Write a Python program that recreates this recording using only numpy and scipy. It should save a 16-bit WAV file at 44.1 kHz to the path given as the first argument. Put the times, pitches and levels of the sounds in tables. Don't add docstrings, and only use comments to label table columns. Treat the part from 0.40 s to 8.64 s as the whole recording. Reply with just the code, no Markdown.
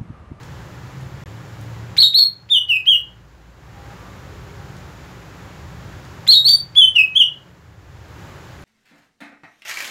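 import sys
import numpy as np
from scipy import signal
from scipy.fft import rfft, irfft
from scipy.io import wavfile
from scipy.ndimage import uniform_filter1d, minimum_filter1d

SR = 44100
rng = np.random.default_rng(int(sys.argv[2]) if len(sys.argv) > 2 else 0)


def volts(x):
    e = np.asarray(x, float) / 20
    return 10 ** e


def transcribe(signal):
    frames = np.atleast_2d(signal).T
    limited = np.clip(frames, -1, 1)
    pcm = np.round(limited * 32767).astype(np.int16)
    wavfile.write(sys.argv[1], SR, pcm)


N = 363384
T = np.arange(N) / SR


def unit(x):
    return x / np.sqrt(np.mean(x ** 2))


def band(x, lo_hz, hi_hz):
    return signal.sosfilt(signal.butter(2, [lo_hz, hi_hz], "band", fs=SR, output="sos"), x)


def lowpass(hz):
    return signal.butter(2, hz, fs=SR, output="sos")


def add(out, start_s, x):
    i = int(start_s * SR)
    out[i:i + len(x)] += x[:N - i]


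def walk(rate):
    hold = int(SR / rate)
    steps = np.repeat(rng.standard_normal(N // hold + 1), hold)
    return 0.88 * uniform_filter1d(uniform_filter1d(steps, hold), hold)[:N]


def whistle(hz, db, overtones_db, rough):
    phase = 2 * np.pi * np.cumsum(hz) / SR
    tone = volts(db) * np.sin(phase)
    for k, under_db in enumerate(overtones_db, 2):
        noise = np.convolve(rng.standard_normal(len(hz)), np.hanning(150), "same")
        flutter = 1 + rough * unit(noise)
        level = volts(under_db + .7 * (np.asarray(db) + 8) - 8)
        tone = tone + level * flutter * np.sin(k * phase) * (k * hz < 17000)
    return np.sqrt(2) * tone


def arch(t, start, top, rest, rise, fall, late=False, quick=False):
    up = np.sin(np.pi / 2 * np.clip(t / rise, 0, 1)) ** (1 + late)
    down = np.sin(np.pi / 2 * np.clip((t - rise) / fall, 0, 1)) ** (2 - quick)
    return start + (top - start) * up - (top - rest) * down


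# start_s, length_s, level_db, sag_db over the note, attack_s
NOTE_EVENTS = [
    (1.576, 0.099, -6, -4, .012),
    (1.737, 0.11, -9, -1.5, .014),
    (2.097, 0.098, -7.5, -7, 0.031),
    (2.283, 0.098, -11.5, -3, 0.023),
    (2.460, 0.11, -4.5, -10.5, 0.03),
    (5.879, .142, -4, -10, .014),
    (6.038, 0.13, -8.5, -1.5, .024),
    (6.352, 0.12, -4.5, -3.5, 0.031),
    (6.550, 0.079, -6, -3.5, 0.019),
    (6.750, 0.085, -10, 4.5, 0.014),
]
# from_hz, top_hz, rest_hz, rise_s, fall_s
NOTE_ARCHES = [(3980, 4400, 3772, .038, .025), (3850, 4420, 4275, .054, .032),
               (3300, 3665, 2930, .017, .063), (2900, 3000, 2530, .014, .058),
               (2740, 3285, 2865, .035, .052), (4020, 4420, 3785, .040, .034),
               (3750, 4570, 4570, .052, .030), (3250, 3455, 3060, .035, .047),
               (2890, 2925, 2545, .011, .050), (3020, 3430, 2862, .034, .046)]
NOTE_SNAPS = (1700.5, 1247, 0, -5.5, -0.5, 500, 0.5, 499, 0, -4)
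NOTE_OVERTONES = [(-29, -32, -43.5, -55, -72), (-33.5, -27.5, -49, -63.5, -73), (-35.5, -34, -44, -38, -70),
                  (-37.5, -39, -44, -38.5, -50.5), (-39.5, -38.5, -53, -34.5, -68),
                  (-30.5, -30.5, -38, -63.5, -74.5), (-27, -28, -48, -60, -70),
                  (-36.5, -32.5, -46.5, -46, -76), (-35, -39.5, -52.5, -43.5, -35.5),
                  (-35.5, -36.5, -45.5, -45.5, -70)]
LATE_RISERS, QUICK_FALLERS = (5, 9), (3, 8)
SNAP_S, RELEASE_S, SILENT_DB = .0035, .013, -29


def song_notes():
    out, waver = np.zeros(N), walk(70)
    rows = zip(NOTE_EVENTS, NOTE_ARCHES, NOTE_SNAPS, NOTE_OVERTONES)
    for k, ((start_s, length, db, sag, attack), shape, snap, overtones) in enumerate(rows):
        t = T[:int(length * SR)]
        opening = np.clip(1 - t / attack, 0, 1) ** 2
        closing = np.clip(1 - (length - t) / RELEASE_S, 0, 1) ** 2
        level_db = db + sag * t / length + SILENT_DB * (opening + closing)
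        hz = arch(t, *shape, late=k in LATE_RISERS, quick=k in QUICK_FALLERS)
        hz = hz - snap * np.exp(-t / SNAP_S)
        hz = hz * (1 + .003 * waver[int(start_s * SR):][:len(t)])
        note = whistle(hz, level_db, overtones, rough=0.32)
        add(out, start_s, note * signal.windows.tukey(len(t), .06))
    return out


# centre_s, depth_db, width_s
LEVEL_DIPS = [(2.345, -8, .014), (2.548, -8, 0.0031), (5.955, -6, 0.01), (1.598, -22.5, 0.0022),
              (1.614, -28.5, 0.0015), (1.77, -27, 0.0012), (1.815, -9, 0.0011), (2.143, -18, 0.0014),
              (2.510, -2.5, 0.0016), (5.913, -20, 0.00092), (5.99, -22, 0.0038), (6.089, -14.5, 0.0013),
              (6.128, -16.5, 0.0063), (6.145, -10, 0.0018), (6.413, -17, 0.0023), (6.579, -10.5, 0.0048),
              (6.79, -27, 0.0053)]


def level_dips():
    return volts(sum(db * np.exp(-((T - s) / width) ** 2) for s, db, width in LEVEL_DIPS))


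# start_s, length_s, from_hz, to_hz, level_db, overtone_db
SECOND_VOICE = [(1.569, .012, 1600, 2500, -32, -9), (5.875, 0.0075, 2807, 3920, -17, -12.5),
                (1.622, 0.019, 2546, 3920, -16, -23), (1.786, 0.012, 3050, 3960, -16, -21),
                (5.922, 0.011, 2680, 3574, -17.5, -21), (5.935, 0.014, 3050, 3730, -14.5, -20),
                (6.08, 0.015, 2900, 3670, -16, -24.5), (6.089, 0.0051, 3420, 3580, -16.5, -11),
                (6.113, 0.0094, 3610, 3730, -19.5, -20.5), (6.129, 0.0069, 3780, 3820, -25, -15.5)]


def chirps():
    out = np.zeros(N)
    for start_s, length, lo, hi, db, over in SECOND_VOICE:
        u = np.arange(0, 1, 1 / (length * SR))
        hz = lo + (hi - lo) * np.sqrt(u)
        chirp = whistle(hz, db, [over, over - 8, over - 12], rough=0.37)
        add(out, start_s, chirp * np.sin(np.pi * u))
    return out


def puffs(table, lo_hz, hi_hz):
    out = np.zeros(N)
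    for start_s, length, db in table:
        puff = rng.standard_normal(int(length * SR))
        puff = unit(band(band(puff, lo_hz, hi_hz), lo_hz, hi_hz))
        add(out, start_s, volts(db) * puff * signal.windows.tukey(len(puff), .6))
    return out


# start_s, length_s, level_db
VALVE_CLICKS = [(1.566, 0.004, -25.5), (1.568, .010, -32), (1.735, 0.0034, -34), (2.087, 0.014, -44.5),
                (2.281, .015, -46), (2.366, 0.0053, -45), (2.454, 0.01, -42.5), (2.558, 0.0034, -40.5),
                (5.865, 0.014, -31), (6.078, 0.029, -41.5), (6.349, 0.0084, -37.5), (6.559, 0.0055, -34),
                (6.745, .006, -47)]


def valve_clicks():
    return puffs(VALVE_CLICKS, lo_hz=1500, hi_hz=4650)


# start_s, length_s, level_db
VOICE_RASPS = [(1.57, .012, -36), (1.615, 0.019, -35.5), (1.784, .013, -40.5), (5.876, 0.011, -36),
               (5.922, 0.025, -35.5), (6.085, 0.017, -33.5), (6.092, .040, -44.5)]


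def rasps():
    return puffs(VOICE_RASPS, lo_hz=5320, hi_hz=15400)


def bird():
    first = song_notes() * level_dips()
    second = chirps()
    voices = first + second + volts(-20.0) * first * second
    return voices + valve_clicks() + rasps()


def click(db, lo_hz, hi_hz, decay_s):
    t = T[:1500]
    noise = unit(band(rng.standard_normal(len(t)), lo_hz, hi_hz))
    return volts(db) * noise * np.exp(-t / decay_s) * (1 - np.exp(-t / 0.0016))


# start_s, level_db, high_hz
LOW_THUDS = [(1.628, -25, 1500), (1.634, -26, 1000), (1.786, -30, 1800), (1.793, -30, 1800)]


def thuds():
    out = np.zeros(N)
    for start_s, db, hi in LOW_THUDS:
        add(out, start_s, click(db, 170, hi, decay_s=.0025))
    return out


# start_s, level_db, low_hz, high_hz
CAGE_TICKS = [(.031, -37.5, 2000, 7000), (.609, -44, 2100, 11000), (1.210, -40, 5100, 15500),
              (4.366, -41, 1100, 9000), (5.649, -39, 1000, 6000), (7.685, -55, 10000, 15700),
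              (7.82, -54, 5000, 19000), (8.22, -51, 9000, 11900)]


def cage_ticks():
    out = np.zeros(N)
    for start_s, db, lo, hi in CAGE_TICKS:
        add(out, start_s, click(db, lo, hi, decay_s=0.0034))
    return out


def room(x, t60_s=.22, late_t60_s=0.33, late_db=-15, treble_t60_s=0.18,
         wet_db=-6, treble_wet_db=-2.5, onset_s=0.009, gap_s=0.0066):
    t = T[:int(.7 * SR)]
    echoes = rng.standard_normal(len(t)) * (1 - np.exp(-np.maximum(t - gap_s, 0) / onset_s))
    low = signal.sosfilt(lowpass(5500), echoes)
    near_fall = volts(-60 * t / t60_s)
    size = np.sqrt(np.sum((echoes * near_fall) ** 2))
    fall = near_fall + volts(late_db - 60 * t / late_t60_s)
    treble_fall = volts(treble_wet_db - 60 * t / treble_t60_s)
    tail = low * volts(wet_db) * fall + (echoes - low) * treble_fall
    return x + signal.fftconvolve(x, tail / size)[:N]


def tones(table, waver_db):
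    out = np.zeros(N)
    for start_s, length, hz, db in table:
        t = T[:int(length * SR)]
        add(out, start_s, volts(db) * np.sin(2 * np.pi * hz * t) * signal.windows.tukey(len(t), .3))
    return out * volts(waver_db * walk(16))


# start_s, length_s, pitch_hz, level_db
FAR_COOS = [(3.33, .22, 805, -47), (3.58, .18, 1175, -53), (3.9, .1, 410, -50), (4.02, .16, 412, -48),
            (4.14, .2, 805, -52), (4.55, .2, 755, -56), (5.02, .09, 770, -52)]


def coos():
    return tones(FAR_COOS, waver_db=1.5)


# start_s, length_s, pitch_hz, level_db
MOTOR_DRONES = [(.4, 0.48, 131, -35), (.86, 0.81, 114, -35), (1.6, 1.47, 114, -50.5),
                (6.02, 0.28, 137.5, -40), (2.3, 3.7, 56.2, -46), (4.6, 0.59, 52.2, -55)]


def drones():
    return tones(MOTOR_DRONES, waver_db=1.0)


def coloured(points):
    hz, db = np.transpose(points)
    f = np.arange(N // 2 + 1) * SR / N + 1e-3
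    gain = volts(np.interp(np.log(f), np.log(hz), db))
    return irfft(rfft(rng.standard_normal(N)) * gain, N)


# freq_hz, level_db per Hz
AIR_SPECTRUM = [(120, -39), (200, -6.5), (263, -3.5), (401, -3), (455, -7.5), (537, -4), (681, -9.5),
                (774, -6.5), (1670, -9.5), (2590, -16.5), (6000, -24.5), (7200, -23.5), (8330, -35.5),
                (13400, -33.5), (15800, -37)]


def air_hiss():
    air = coloured(AIR_SPECTRUM)
    level_db = -46.5 + 0.46 * walk(9.3) + 1.0
    return air / np.std(band(air, 400, 1500)) * volts(level_db)


# freq_hz, level_db per Hz
HUM_SPECTRUM = [(12, -51), (20, -20), (46, -12), (118, 2.5), (182, -4), (216, -18.5), (265, -31.5),
                (300, -9.5), (390, -44), (660, -120)]
# centre_hz, width_hz, level_db
ROOM_MODES = [(82.7, 33, -7), (114, 14, -7), (139.6, 12, -6.5), (177.4, 20, -7)]
# time_s, level_db
TRAFFIC_LEVEL = [(0, -38), (.3, -41), (.6, -37.5), (1.5, -38), (3.4, -41.5), (4.3, -40.5), (5.9, -40),
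                 (7.0, -38.5), (7.9, -42.5), (8.24, -43.5)]


def low_hum():
    hum = unit(coloured(HUM_SPECTRUM))
    for hz, width, db in ROOM_MODES:
        mode = unit(band(rng.standard_normal(N), hz - width / 2, hz + width / 2))
        hum = hum + volts(db + 1.5 * walk(4.4)) * mode
    hum = signal.sosfilt(signal.butter(2, 36, "high", fs=SR, output="sos"), hum)
    deep = signal.sosfiltfilt(lowpass(78), hum)
    traffic_db = np.interp(T, *np.transpose(TRAFFIC_LEVEL)) - 2.0
    return unit(hum - deep) * volts(traffic_db) + unit(deep) * volts(-46.5 + 4.2 * walk(3))


# start_s, attack_s, depth_db, held_db when let go, let_go_s
GAIN_DUCKS = [
    (1.54, 0.22, -13.5, -9.5, 3.078),
    (5.86, .10, -6, -10, 7.376),
]


def ducking():
    return sum(np.interp(T, [s, s + attack, go, go + 0.42], [0, db, held_db, 0])
               for s, attack, db, held_db, go in GAIN_DUCKS)


def background():
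    return (air_hiss() + low_hum()) * volts(ducking()) + drones()


def scene():
    return (room(bird() + cage_ticks()) + thuds() + background() + coos())[None]


def roll_off(x):
    return signal.sosfilt(signal.butter(12, 16310, fs=SR, output="sos"), x)


def record(dry):
    headroom = np.minimum(1, .92 / (np.abs(dry) + 1e-9))
    x = dry * uniform_filter1d(minimum_filter1d(headroom, size=133), size=67)
    x = x - .012 * x ** 3
    x = x * ((T < .8382) | (T > .8585))
    x = signal.sosfilt(signal.ellip(12, .3, 60, 15760, fs=SR, output="sos"), x)
    return roll_off(x)


dry = scene()
out = record(dry)
transcribe(out)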